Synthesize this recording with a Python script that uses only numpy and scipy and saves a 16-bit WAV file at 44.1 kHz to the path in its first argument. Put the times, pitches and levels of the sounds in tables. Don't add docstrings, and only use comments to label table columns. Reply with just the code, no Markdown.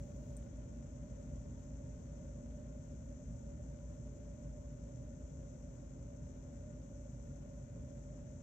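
import sys
import numpy as np
from scipy import signal
from scipy.fft import rfft, irfft
from scipy.io import wavfile
from scipy.ndimage import uniform_filter1d

SR = 44100
rng = np.random.default_rng(int(sys.argv[2]) if len(sys.argv) > 2 else 0)


def bounce(signal):
    frames = np.transpose(np.atleast_2d(signal))
    limited = np.clip(frames, -1, 1)
    pcm = np.round(limited * 32767).astype(np.int16)
    wavfile.write(sys.argv[1], SR, pcm)


def ratio_of_db(decibels):
    return 10 ** (np.asarray(decibels, float) / 20)


N = 371322
TIME = np.arange(N) / SR
FREQ = np.fft.rfftfreq(N, 1 / SR)
PER_HZ = np.sqrt(SR / 2)


def shape(points, column=1):
    table = np.array(points, float)
    log_hz = np.log(table[:, 0])
    return ratio_of_db(np.interp(np.log(FREQ + 1), log_hz, table[:, column], left=-200, right=-200))


def walk(rate_hz):
    k = int(SR / rate_hz)
    held = np.repeat(rng.standard_normal(N // k + 1), k)
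    return 1.3 * uniform_filter1d(uniform_filter1d(held, k), k)[:N]


def peak_db(peak_s, rise_db_s, fall_db_s):
    return np.where(TIME < peak_s, rise_db_s, -fall_db_s) * (TIME - peak_s)


def hum():
    # [f/Hz, level/dB, fade/(dB/s), crest t/s]
    tones = [(18.02, -93, 0, 0), (28.89, -91, 0, 0), (35.48, -79, 0, 0), (54.04, -53.8, .33, .0158),
             (59.17, -57, 0, .0137), (119.95, -65, 0, 0), (177.64, -74, 0, 0), (221.53, -69, .1, 0),
             (258.4, -62, .15, 0)]
    gain_db, sway_db = .5, .9
    labour_hz = 59.17
    out = 0
    for hz, db, fade_db_s, crest_s in tones:
        db = db - fade_db_s * TIME + sway_db * walk(1.2) + gain_db
        if hz == labour_hz:
            db = db + peak_db(3.4, rise_db_s=.9, fall_db_s=2.2)
        out = out + np.sqrt(2) * ratio_of_db(db) * np.cos(2 * np.pi * hz * (TIME - crest_s))
    return out


def lens():
    # [f/Hz, level/(dB per Hz)]
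    drive_band = [(4000, -135), (4700, -123), (5300, -112), (6000, -101.5), (6600, -101), (7400, -101.5),
                  (7800, -108), (8400, -123), (9000, -142)]
    # [t/s, level/dB]
    ticks = [(.02548, -3), (.0261, -11.5), (.02707, -5.5), (.03126, -4), (.0375, -10.5), (.03818, -2.5),
             (.04067, -4.5), (.0590, -11.5), (.0925, -16.5), (.0975, -7), (.1047, -13)]
    cycle_hz, tick_db = 7.49924, 23.5
    leak_db, leak_s = -28, -.00036
    cycles = int(N / SR * cycle_hz)
    band = slice(*np.searchsorted(FREQ, [drive_band[0][0], drive_band[-1][0]]))
    turn = np.exp(-2j * np.pi * FREQ[band] / cycle_hz)
    comb = (1 - turn ** cycles) / (1 - turn + 1e-9)
    cluster = 0
    for k, (s, db) in enumerate(ticks):
        cluster = cluster + (-1) ** k * ratio_of_db(tick_db + db) * np.exp(-2j * np.pi * FREQ[band] * s)
    spectrum = rfft(rng.standard_normal(N) * ratio_of_db(.5 * walk(11)))
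    spectrum[band] += comb * cluster
    spectrum *= shape(drive_band) * PER_HZ
    leak = ratio_of_db(leak_db) * spectrum * np.exp(-2j * np.pi * FREQ * leak_s)
    return np.array([irfft(spectrum, N), irfft(leak, N)])


def card_slide():
    # [f/Hz, level/dB]
    colour = [(2200, -12), (3200, 2), (4800, 8), (7000, -8), (9000, 4), (12000, 2.5), (15700, 2.5),
              (15900, -30)]
    # [t/s, level/dB]
    strokes = [
        (.03, -84.5),
        (.26, -84.5),
        (.41, -93),
    ]
    slide = irfft(rfft(rng.standard_normal((2, N))) * shape(colour), N)
    level = sum(ratio_of_db(db + peak_db(s, rise_db_s=70, fall_db_s=74)) for s, db in strokes)
    return slide / slide.std() * level


def card_snap():
    # [t/s, peak level/dB, ring f/Hz, t60/s, left minus right/dB]
    snaps = [
        (.3679, -40.5, 8400, .005, 5),
        (.3717, -54, 8500, .004, 2),
        (.3736, -45, 8500, .003, 5),
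        (.3747, -56, 7100, .005, 1.5),
        (.3689, -62, 4300, .003, 2),
        (.4266, -59, 1900, .004, 1.5),
        (.3742, -63, 13500, .004, 0),
        (.3742, -62, 10600, .004, 2),
        (.4266, -62, 3000, .003, 1.5),
        (.3685, -62, 2300, .003, 2),
    ]
    tail_db, tail_t60_s, edge_db, lag_s = -27, .15, -22, .00027
    knock_below_hz = 3500
    out = np.zeros((2, N))
    t = TIME[:SR // 4]
    for s, db, hz, t60_s, pan_db in snaps:
        band = signal.butter(2, [.75 * hz, 1.25 * hz], "band", fs=SR, output="sos")
        scatter = signal.sosfilt(band, rng.standard_normal((2, len(t))))
        scatter = scatter * np.exp(-np.log(1000) * t / tail_t60_s)
        ring = np.sin(2 * np.pi * hz * t) + 0.34 * np.sin(2 * np.pi * 1.1 * hz * t)
        ring = ring + ratio_of_db(edge_db) * np.sin(2 * np.pi * 1.65 * hz * t)
        ring = ring * np.exp(-np.log(1000) * t / t60_s) * (1 - np.exp(-t / .00016))
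        late_ring = np.roll(ring, int(lag_s * SR * (hz > knock_below_hz)))
        pan = ratio_of_db(db + np.array([[pan_db], [-pan_db]]) / 2)
        i = int(s * SR)
        out[:, i:i + len(t)] += pan * (np.array([late_ring, ring]) + ratio_of_db(tail_db) * scatter)
    return out


def drops():
    drops_per_s, spread_db = 4000, 1.6
    hit = rng.random(N) < drops_per_s / SR
    x = hit * rng.standard_normal(N) * ratio_of_db(spread_db * rng.exponential(size=N))
    return rfft(x / x.std())


def way_in():
    room_t60_s, echo_hz, echo_octaves, echo_share = .3, 1100, .8, .3
    t = TIME[:SR // 2]
    x = rng.standard_normal(len(t)) * np.exp(-np.log(1000) * t / room_t60_s)
    echoes = rfft(x / np.sqrt(np.sum(x ** 2)), N)
    wet = echo_share * np.exp(-(np.log2((FREQ + 1) / echo_hz) / echo_octaves) ** 2)
    return np.sqrt(1 - wet) + np.sqrt(wet) * echoes


def modes(table):
    out = np.zeros((2, 40000), complex)
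    f = FREQ[:40000] + 1e-3
    for hz, width_hz, left_db, right_db, lag_rad in table:
        ring = 1 / (1 + 1j * (f / hz - hz / f) * hz / (1.55 * width_hz)) ** 2
        drive = rng.standard_normal(len(f)) + 1j * rng.standard_normal(len(f))
        ports = np.array([[ratio_of_db(left_db) * np.exp(-1j * lag_rad)], [ratio_of_db(right_db)]])
        out += ring * drive * ports
    return irfft(out * np.sqrt(N / 2) * PER_HZ, N)


def patter():
    # [f/Hz, left level/(dB per Hz), right level/(dB per Hz)]
    colour = [(25, -104, -104), (60, -84, -84), (190, -83, -83), (310, -87, -89), (450, -94, -95),
              (650, -101, -102), (900, -108, -108), (1300, -110, -110), (2000, -109, -116),
              (2800, -114, -121), (3400, -115, -121), (4500, -120, -121), (4700, -121, -125),
              (5400, -124, -126), (7500, -130, -134)]
    near_share, port_lag_s = 0.38, .00007
    near = drops()
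    alike = 1 / (1 + (FREQ / 260) ** 4)
    common = drops() * way_in()
    out = []
    for column, lag_s in ((1, 0), (2, port_lag_s)):
        late = np.exp(-2j * np.pi * FREQ * lag_s)
        port = np.sqrt(near_share) * near * late + np.sqrt(1 - near_share) * drops()
        port = np.sqrt(alike) * common + np.sqrt(1 - alike) * port * way_in()
        out.append(irfft(port * shape(colour, column), N))
    return np.array(out) * PER_HZ


def rain():
    # [f/Hz, width/Hz, left level/(dB per Hz), right level/(dB per Hz), left lag/rad]
    rumble_modes = [(38, 8, -74.5, -76, .2), (51.4, 6.2, -73, -74.5, 0.041), (76.8, 26, -69.5, -71, 0.078),
                    (124.1, 12.1, -73, -68.5, 0), (138.6, 11.8, -69.5, -71, 0.11), (164, 22.2, -73, -76, 0),
                    (224.5, 16, -84.5, -76.5, .05), (233.9, 14.3, -75, -74.5, 0.11),
                    (277.6, 30, -85, -83.5, 0.15)]
    # [f/Hz, width/Hz, left level/(dB per Hz), right level/(dB per Hz), left lag/rad]
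    drum_modes = [(412.4, 17, -90, -93, 2.3), (429, 9.1, -93.5, -87, 0.1), (483, 16, -92, -88, 1.25),
                  (531, 16, -89.5, -86.5, -0.05), (552, 12, -85, -80, 1), (558.6, 8.6, -87, -89.5, 2.5),
                  (572.9, 12.3, -79, -77, 1.5), (584.1, 11.2, -83.5, -78, 0),
                  (602.2, 9.6, -82.5, -77.5, 0.45), (641.6, 16, -89, -92, 2), (673, 24, -101.5, -99, -1),
                  (720, 5.1, -98, -96.5, 0.5)]
    # [f/Hz, width/Hz, left level/(dB per Hz), right level/(dB per Hz), left lag/rad]
    pane_modes = [(806, 13, -99, -101, -2), (862, 11, -103, -105, 0.5), (918, 11, -103, -100, 3.5),
                  (927, 11, -102, -103, -1), (987, 8.3, -102, -99, 0.7), (1064, 12, -101, -96, 1.7),
                  (1214, 19, -107, -102, 2), (1438, 110, -105, -105, 2), (1484, 22, -105, -106, -2)]
    surge_db = 2 * np.exp(-TIME / 2.4)
    rumble = modes(rumble_modes) * ratio_of_db(-0.75 + 1.1 * surge_db)
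    drumming = (modes(drum_modes) + modes(pane_modes)) * ratio_of_db(0.3 + 0.26 * surge_db)
    pattering = patter() * ratio_of_db(0.3 * walk(5.3)) * ratio_of_db(0.5 + 0.86 * surge_db)
    capsule = signal.butter(3, 44.9, "high", fs=SR, output="sos")
    return signal.sosfilt(capsule, rumble + drumming + pattering)


def scene():
    return hum() + lens() + card_slide() + card_snap() + rain()


def self_noise(column):
    # [f/Hz, left level/(dB per Hz), right level/(dB per Hz)]
    hiss = [(3000, -150, -145), (6000, -145, -140), (7600, -141, -137), (8400, -139, -133),
            (9300, -139, -134), (10300, -135, -134), (11500, -131, -131), (13000, -131, -131),
            (15100, -128, -128), (15200, -150, -150)]
    return irfft(rfft(rng.standard_normal(N)) * shape(hiss, column), N) * PER_HZ


def soft_spectrum(x):
    return rfft(x * signal.windows.tukey(N, 1 / 500))


def remove_quiet(x, lost):
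    spared_db = -86
    power = uniform_filter1d(lost ** 2, size=256)
    return x - lost / (1 + (power / ratio_of_db(2 * spared_db)) ** 2)


def thin_treble(x, column):
    # [f/Hz, sum level/dB, difference level/dB]
    thinning = [(1, 0, 0), (10300, 0, 0), (10400, -15, 0), (12300, -15, 0), (12400, -2, -3), (13050, 0, -4),
                (13150, 0, -18), (22050, 0, -18)]
    return remove_quiet(x, irfft(soft_spectrum(x) * (1 - shape(thinning, column)), N))


def flutter(x):
    # [low f/Hz, high f/Hz, share of time lost]
    fickle_bands = [(12400, 12750, .5), (12750, 13100, .3), (13100, 13500, .12), (14450, 15200, .22)]
    spectrum, lost = soft_spectrum(x), 0
    for low_hz, high_hz, share in fickle_bands:
        off = np.repeat(rng.random(N // 2048 + 1) < share, 2048)[:N]
        band = irfft(spectrum * (FREQ >= low_hz) * (FREQ < high_hz), N)
        lost = lost + uniform_filter1d(1. 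* off, size=256) * band
    return remove_quiet(x, lost)


def top_cut(x):
    return signal.sosfilt(signal.butter(12, 16500, fs=SR, output="sos"), x)


def record(dry):
    left, right = dry[0] + self_noise(1), dry[1] + self_noise(2)
    mid = thin_treble((left + right) / 2, column=1)
    side = thin_treble((left - right) / 2, column=2)
    mix = flutter(np.array([mid + side, mid - side]))
    return top_cut(mix)


dry = scene()
out = record(dry)
bounce(out)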